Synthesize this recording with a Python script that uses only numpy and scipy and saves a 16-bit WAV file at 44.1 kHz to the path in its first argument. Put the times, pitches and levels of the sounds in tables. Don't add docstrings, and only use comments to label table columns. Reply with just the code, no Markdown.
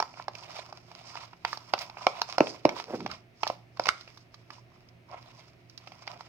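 import sys
import numpy as np
from scipy import signal
from scipy.fft import rfft, irfft, next_fast_len
from scipy.io import wavfile

SR = 44100
rng = np.random.default_rng(int(sys.argv[2]) if len(sys.argv) > 2 else 0)


def wav_record(signal):
    frames = np.transpose(np.atleast_2d(signal))
    bounded = np.clip(frames, -1, 1)
    quanta = np.round(bounded * 32767).astype(np.int16)
    wavfile.write(sys.argv[1], SR, quanta)


N = 277168

# centre in Hz, width in Hz, gain in dB before scaling.
WALL_MODES = [(1330, 150, -1), (2244, 710, 0.5), (2735, 1200, -5)]
# centre in Hz, width in Hz, gain in dB before scaling.
FILM_MODES = [(3730, 2500, 6.5), (5100, 840, 15), (6440, 1100, -8), (13510, 5800, -12)]


def undb(db):
    return 10 ** (np.asarray(db) / 20)


def unit(x):
    return x / np.sqrt(np.mean(x ** 2))


def burst(x):
    return x / np.sqrt(np.mean(x[..., :SR // 100] ** 2))


def fade(t, t60):
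    return np.exp(-np.log(1000) * t / t60)


def band(x, hz, width):
    return signal.lfilter(*signal.iirpeak(hz, hz / width, fs=SR), x)


def ring(x, modes):
    total = 0
    for k, (hz, width, db) in enumerate(modes):
        steep = band(band(x, hz, width), hz, hz / 2)
        total = total + (-1) ** k * undb(db) * steep
    return total


def struck(t, modes):
    total = 0
    for k, (hz, t60, db) in enumerate(modes):
        total = total + (-1) ** k * undb(db) * np.sin(2 * np.pi * hz * t) * fade(t, t60)
    return total


def sides(pan_db):
    return undb(np.array([[pan_db], [-pan_db]]) / 2)


def pair(shape, apart):
    shared = rng.standard_normal(shape)
    own = rng.standard_normal((2, shape))
    return (shared + apart * own) / np.hypot(1, apart)


def colour(x, points):
    hz, db = np.transpose(points)
    n = next_fast_len(N + SR // 10)
    f = np.fft.rfftfreq(n, 1 / SR)
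    gain = undb(np.interp(np.log(f + 1), np.log(hz), db))
    return irfft(rfft(x, n) * gain, n)[..., :N]


def add(out, s, x):
    i = max(int(s * SR), 0)
    out[:, i:i + x.shape[-1]] += x[..., :max(N - i, 0)]


def walk(rate):
    knots = np.cumsum(rng.uniform(.5, 1.5, size=2000)) / rate - 1.5 / rate
    return 1.2 * np.interp(np.arange(N) / SR, knots, rng.standard_normal(size=2000))


def swell(peak_s, rise_s, fall_s):
    swell_db, roundness = 20, 1.31
    t = np.arange(N) / SR - peak_s
    away = np.maximum(-t / rise_s, t / fall_s)
    return undb(-swell_db * np.abs(away) ** roundness)


def grains(count, spread_db, apart):
    out, total = np.zeros((2, N)), count * N // SR
    size = undb(spread_db * np.minimum(rng.exponential(size=total), 4))
    out[:, rng.integers(N, size=total)] = pair(total, apart) * size
    return out


def background(air_db=-59.5, hum_db=-1, hiss_db=-82):
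    # frequency in Hz, relative density in dB.
    air_spectrum = [(15, -27.5), (25, -5.5), (54, -14), (96, -8), (124, -5), (216, -16.5), (351, -13),
                    (464, -22), (687, -17), (867, -27), (1550, -29.5), (2290, -25), (3480, -35),
                    (4930, -37.5), (6360, -43.5), (8270, -65.5), (14000, -120)]
    # frequency in Hz, mean level in dB before hum_db and the pan.
    hum_tones = [(118.4, -62.5), (172.3, -70.5), (236.9, -74.5), (360.7, -72.5), (656.8, -79)]
    t = np.arange(N) / SR
    side = colour(rng.standard_normal(N), [(100, -23), (500, -2.5), (2000, 1.5), (8000, -4.0)])
    air = unit(colour(rng.standard_normal(N) + side * np.array([[1], [-1]]), air_spectrum))
    hum = 0
    for hz, db in hum_tones:
        swell_db, drift = 2.5 * walk(rate=16), .65 * walk(rate=11)
        level = np.sqrt(2) * undb(db + hum_db + swell_db)
        hum = hum + level * np.sin(2 * np.pi * hz * t + drift)
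    return undb(air_db) * air * sides(-1.3) + hum * sides(-5.5) + undb(hiss_db) * pair(N, 0.73)


def room(x, early_db=-14, early_t60=0.08, low_db=-16, low_t60=0.39, high_db=-15, high_t60=.3):
    t = np.arange(SR // 2) / SR
    onset = np.clip((t - .003) / 0.0026, 0, 1)
    low = signal.sosfilt(signal.butter(2, 1200, fs=SR, output="sos"), pair(len(t), 0.96))
    high = signal.sosfilt(signal.butter(2, 1200, "high", fs=SR, output="sos"), pair(len(t), 6))
    early = pair(len(t), 0.65)
    echo = 0
    for noise, db, t60 in [(early, early_db, early_t60), (low, low_db, low_t60), (high, high_db, high_t60)]:
        shape = onset * fade(t, t60)
        echo = echo + undb(db) * noise * shape / np.linalg.norm(shape)
    return signal.fftconvolve(x.mean(axis=0)[None], echo, axes=1)[:, :N] * sides(-2)


def stirring():
    # peak in seconds,
    # rise in seconds, fall in seconds, squelch in dB, fine crackle in dB, both before the trims in crackle().
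    strokes = [(0.05, 0.18, 0.17, -55, -57.5), (0.22, 0.11, 0.053, -50.5, -58),
               (0.37, 0.084, 0.59, -53.5, -65), (0.57, 0.29, 0.17, -47, -50.5),
               (0.75, .04, 0.099, -53, -64), (0.99, .12, 0.47, -59, -52), (1.2, 0.36, 0.15, -46.5, -52),
               (1.489, 0.048, 0.13, -43.5, -42), (1.809, 0.18, 0.098, -43.5, -46.5),
               (2.03, 0.12, 0.089, -44, -49), (2.18, 0.15, 0.094, -42.5, -46), (2.32, 0.12, 0.21, -47, -51),
               (2.49, 0.15, 0.22, -53.5, -50.5), (2.792, 0.11, 0.098, -43, -49),
               (2.96, 0.14, 0.17, -58.5, -50.5), (3.135, 0.14, 0.069, -46.5, -53),
               (3.48, .085, 0.11, -49, -48), (3.87, 0.093, 0.11, -44, -48), (4.0, .12, 0.27, -62, -54.5),
               (4.37, .15, .2, -68.5, -66.5), (4.54, 0.054, 0.084, -52, -59), (4.751, .12, .3, -64.5, -72),
               (5.145, 0.057, 0.072, -42.5, -57), (5.19, 0.1, 0.24, -55.5, -57),
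               (5.38, 0.34, 0.33, -63, -65.5), (5.9, 0.28, 0.26, -61, -60.5),
               (6.11, 0.16, .16, -46.5, -56.5), (6.26, 0.22, .3, -56.5, -57)]
    power = 0
    for s, rise, fall, squelch, fine in strokes:
        power = power + (undb([[squelch], [fine]]) * swell(s, rise, fall)) ** 2
    return 10 * np.log10(power + 1e-18)


def bubbles(modes, count, spread_db, shift_db):
    total = 0
    for mode in modes:
        clicks = ring(grains(count, spread_db, apart=1.0), [mode])
        total = total + clicks * undb(shift_db * walk(rate=18))
    return unit(total)


def crackle(squelch_db=-2, wall_db=-4.5, film_db=-1, wall_share=.5, clump_db=3.0,
            stray_db=-10, stray_wall_db=-3, stray_film_db=-14):
    # centre in Hz, width in Hz, gain in dB before scaling.
    hollow_modes = [(685, 190, -1), (992, 130, -0.5), (1220, 280, -7)]
    low, high = stirring()
    wall_level = low + wall_share * (high - low)
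    squelch = bubbles(hollow_modes, count=900, spread_db=4.0, shift_db=2.5) * undb(low + squelch_db)
    wall = bubbles(WALL_MODES, count=1200, spread_db=-0.5, shift_db=-1.0) * undb(wall_level + wall_db)
    film = bubbles(FILM_MODES, count=2600, spread_db=0.5, shift_db=4) * undb(high + film_db)
    clumps = undb(clump_db * walk(rate=71))
    larger = grains(count=35, spread_db=5.5, apart=0.43)
    stray = ring(larger, hollow_modes) + undb(stray_wall_db) * ring(larger, WALL_MODES)
    stray = unit(stray + undb(stray_film_db) * ring(larger, FILM_MODES))
    return (squelch + wall + film) * clumps + stray * undb(low + stray_db)


def sweep(x, hz, width):
    octave = np.log2(hz)
    total = 0
    for f in 100 * 2 ** (np.arange(7) / 2):
        share = np.clip(1 - 2 * abs(octave - np.log2(f)), 0, 1)
        total = total + share * band(band(x, f, width * f), f, width * f) / np.sqrt(f)
    return total


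def turning():
    # peak in seconds, rise in seconds, fall in seconds, level in dB.
    slip_rows = [(2.909, 0.035, 0.023, -34.5), (2.944, 0.021, 0.019, -26.5), (3.03, .11, .15, -41)]
    turn_s, start_hz, halving_s, end_hz = 2.877, 586.5, .105, 112.6
    since = np.maximum(np.arange(N) / SR - turn_s, 0)
    hz = np.maximum(start_hz * 2 ** (-since / halving_s), end_hz)
    slips = grains(count=2000, spread_db=1.5, apart=0)[0]
    groan = unit(sweep(slips, hz, width=.95))
    return groan * sum(undb(db) * swell(s, rise, fall) for s, rise, fall, db in slip_rows)


def thumps(rumble_db=-19, rumble_hz=430, rumble_t60=0.46):
    # start in seconds, level in dB.
    table_knocks = [(2.4058, -17.5), (2.652, -16.5)]
    # frequency in Hz, 60 dB decay in seconds, gain in dB before scaling.
    base_modes = [(149, 0.064, -12), (283, 0.036, 3.5), (348, 0.028, 4), (385, 0.01, -8.5),
                  (590, .035, -15.5)]
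    out, t = np.zeros((2, N)), np.arange(SR // 2) / SR
    for s, db in table_knocks:
        boom = burst(struck(t, base_modes))
        dull = band(band(pair(len(t), 0.3), rumble_hz, rumble_hz), rumble_hz, 2 * rumble_hz)
        rumble = unit(dull) * fade(t, rumble_t60)
        add(out, s, undb(db) * (boom + undb(rumble_db) * rumble))
    return out


def clack(contact_db=-7, contact_t60=0.0052, contact_hz=2500):
    # frequency in Hz, 60 dB decay in seconds, gain in dB before scaling.
    cup_modes = [(1050, 0.015, -9), (1370, 0.012, 1.5), (1746, .006, -0.5), (2136, .011, 0.5),
                 (4540, 0.0078, -10), (4950, 0.014, -9)]
    start_s, level_db = 3.8892, -17.5
    out, t = np.zeros((2, N)), np.arange(SR // 12) / SR
    knock = struck(t, cup_modes)
    contact = pair(len(t), 1.0) * fade(t, contact_t60)
    contact = band(band(contact, contact_hz, 1.1 * contact_hz), contact_hz, 1.5 * contact_hz)
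    add(out, start_s, undb(level_db) * (burst(knock) + undb(contact_db) * burst(contact)))
    return out


def snaps(snap_t60=0.023, wall_db=-12):
    # start in seconds, level in dB.
    strands = [(1.789, -37), (3.475, -33), (3.838, -43), (4.01, -48.5), (4.887, -61), (5.697, -54.5),
               (5.7768, -45.5)]
    out, t = np.zeros((2, N)), np.arange(SR // 12) / SR
    for s, db in strands:
        tear = pair(len(t), 0.66) * fade(t, snap_t60)
        tick = burst(ring(tear, FILM_MODES)) + undb(wall_db) * burst(ring(tear, WALL_MODES))
        add(out, s, undb(db) * tick)
    return out


def pops(pocket_t60=0.02, cling_t60=0.037, cling_db=-26, pocket_db=-1, wall_db=-1, film_db=-1):
    # start in seconds, level in dB before the trims, nominal pitch in Hz,
    # cup wall in dB relative to the pocket, film snap in dB relative to the pocket.
    pockets = [(0.001, -22.5, 870, -14, -9.5), (0.0249, -26.5, 970, -20, -11.5), (0.1384, -52, 750, 0, -17),
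               (0.1726, -49, 980, -17, -19), (0.198, -37, 953, -36, -30),
               (0.2814, -29.5, 813, -17.5, -13.5), (0.3508, -50.5, 590, 6.5, 4), (0.5645, -48, 844, 0.5, 0),
               (0.7255, -40.5, 817, -18, -10.5), (0.9143, -48, 906, -9, -9),
               (1.1543, -38.5, 930, -21, -9.5), (1.3318, -48, 960, -7, -18),
               (1.4488, -25.5, 946, -4.5, -10), (1.5293, -30.5, 1190, -24, -9.5),
               (1.5724, -42, 875, -13, -1), (1.7364, -20, 783, -7.5, -10.5), (1.778, -40.5, 940, -4, -10),
               (1.8972, -45, 870, -4.5, -5), (1.9698, -41.5, 820, -5, -25), (2.0675, -14.5, 741, -7.5, -16),
               (2.2166, -26, 946, -12.5, -1), (2.2974, -44.5, 1050, -2.5, 1.5),
               (2.3816, -20, 723, -10.5, -10.5), (2.405, -12, 614, -9, -23), (2.469, -36.5, 634, -1, -10.5),
               (2.652, -12.5, 625, -16, -19.5), (2.691, -33, 909, 0, -4.5),
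               (2.7989, -35.5, 900, -7.5, -6.5), (3.004, -43, 960, -5, -6.5),
               (3.0616, -30.5, 800, -7.5, -13), (3.1125, -46.5, 1475, 2.5, 5.5),
               (3.432, -24.5, 883, -2, -12), (3.4676, -29, 850, -18, -16), (3.4996, -25.5, 692, -16.5, -20),
               (3.7712, -49.5, 1074, -9.5, -5), (3.796, -23.5, 690, -14.5, -12),
               (3.856, -33.5, 1050, -2, -3.5), (3.8682, -32.5, 660, -1, -4.5), (3.8847, -33.5, 790, -4, -1),
               (4.0752, -53.5, 627, 3, -4), (4.1735, -53, 1157, -11, 1), (4.342, -52.5, 1200, -7, 1.5),
               (4.5033, -44, 1180, -6, -7.5), (5.872, -47, 760, -0.5, -4), (5.9187, -49.5, 775, -4, -7),
               (6.0748, -40, 830, 2.5, -2), (6.2071, -41.5, 954, -14, -9)]
    # nominal multiple of its pitch, gain in dB before scaling.
    pocket_modes = [(.48, -12.5), (.74, -1.5), (1, 5), (1.44, 0), (1.9, -5.5)]
    tear_s, ref_db, halving_db = 0.0023, -25.5, 33
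    out, t = np.zeros((2, N)), np.arange(SR // 12) / SR
    for s, db, hz, wall, film in pockets:
        pocket = 0
        for k, (multiple, mode_db) in enumerate(pocket_modes):
            f = hz * multiple ** (1 + .08 * rng.standard_normal())
            decay = fade(t, pocket_t60 / np.sqrt(multiple))
            pocket = pocket + (-1) ** k * undb(mode_db) * np.sin(2 * np.pi * f * t) * decay
        pocket = band(pocket, hz, 8.2 * hz)
        age = 2 * t / (tear_s * 2 ** ((ref_db - db) / halving_db))
        tear = pair(len(t), 0.97) * (age * np.exp(1 - age) + undb(cling_db) * fade(t, cling_t60))
        rattle = undb(wall + wall_db) * burst(ring(tear, WALL_MODES))
        snap = undb(film + film_db) * burst(ring(tear, FILM_MODES))
        add(out, s, undb(db) * (undb(pocket_db) * burst(pocket) + rattle + snap))
    return out


def scene():
    # frequency in Hz, left minus right in dB.
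    ports = [(120, -3), (300, -1), (600, -2.5), (740, -.5), (950, -8), (1300, -5.5), (2200, -5), (4000, -8),
             (5100, -9), (8000, -4.5), (13000, -1)]
    lag = 5
    cup = pops() + snaps() + clack() + thumps() + crackle() + turning()
    left = colour(cup[0], [(hz, db / 2) for hz, db in ports])
    right = colour(cup[1], [(hz, -db / 2) for hz, db in ports])
    direct = np.stack([np.pad(left, (lag, 0))[:N], right])
    return direct + room(cup) + background()


def record(dry):
    top_hz = 15800
    thin = signal.sosfilt(signal.butter(2, 55, "high", fs=SR, output="sos"), dry)
    rounded = np.tanh(thin)
    return signal.sosfilt(signal.ellip(8, .2, 70, top_hz, fs=SR, output="sos"), rounded)


dry = scene()
out = record(dry)
wav_record(out)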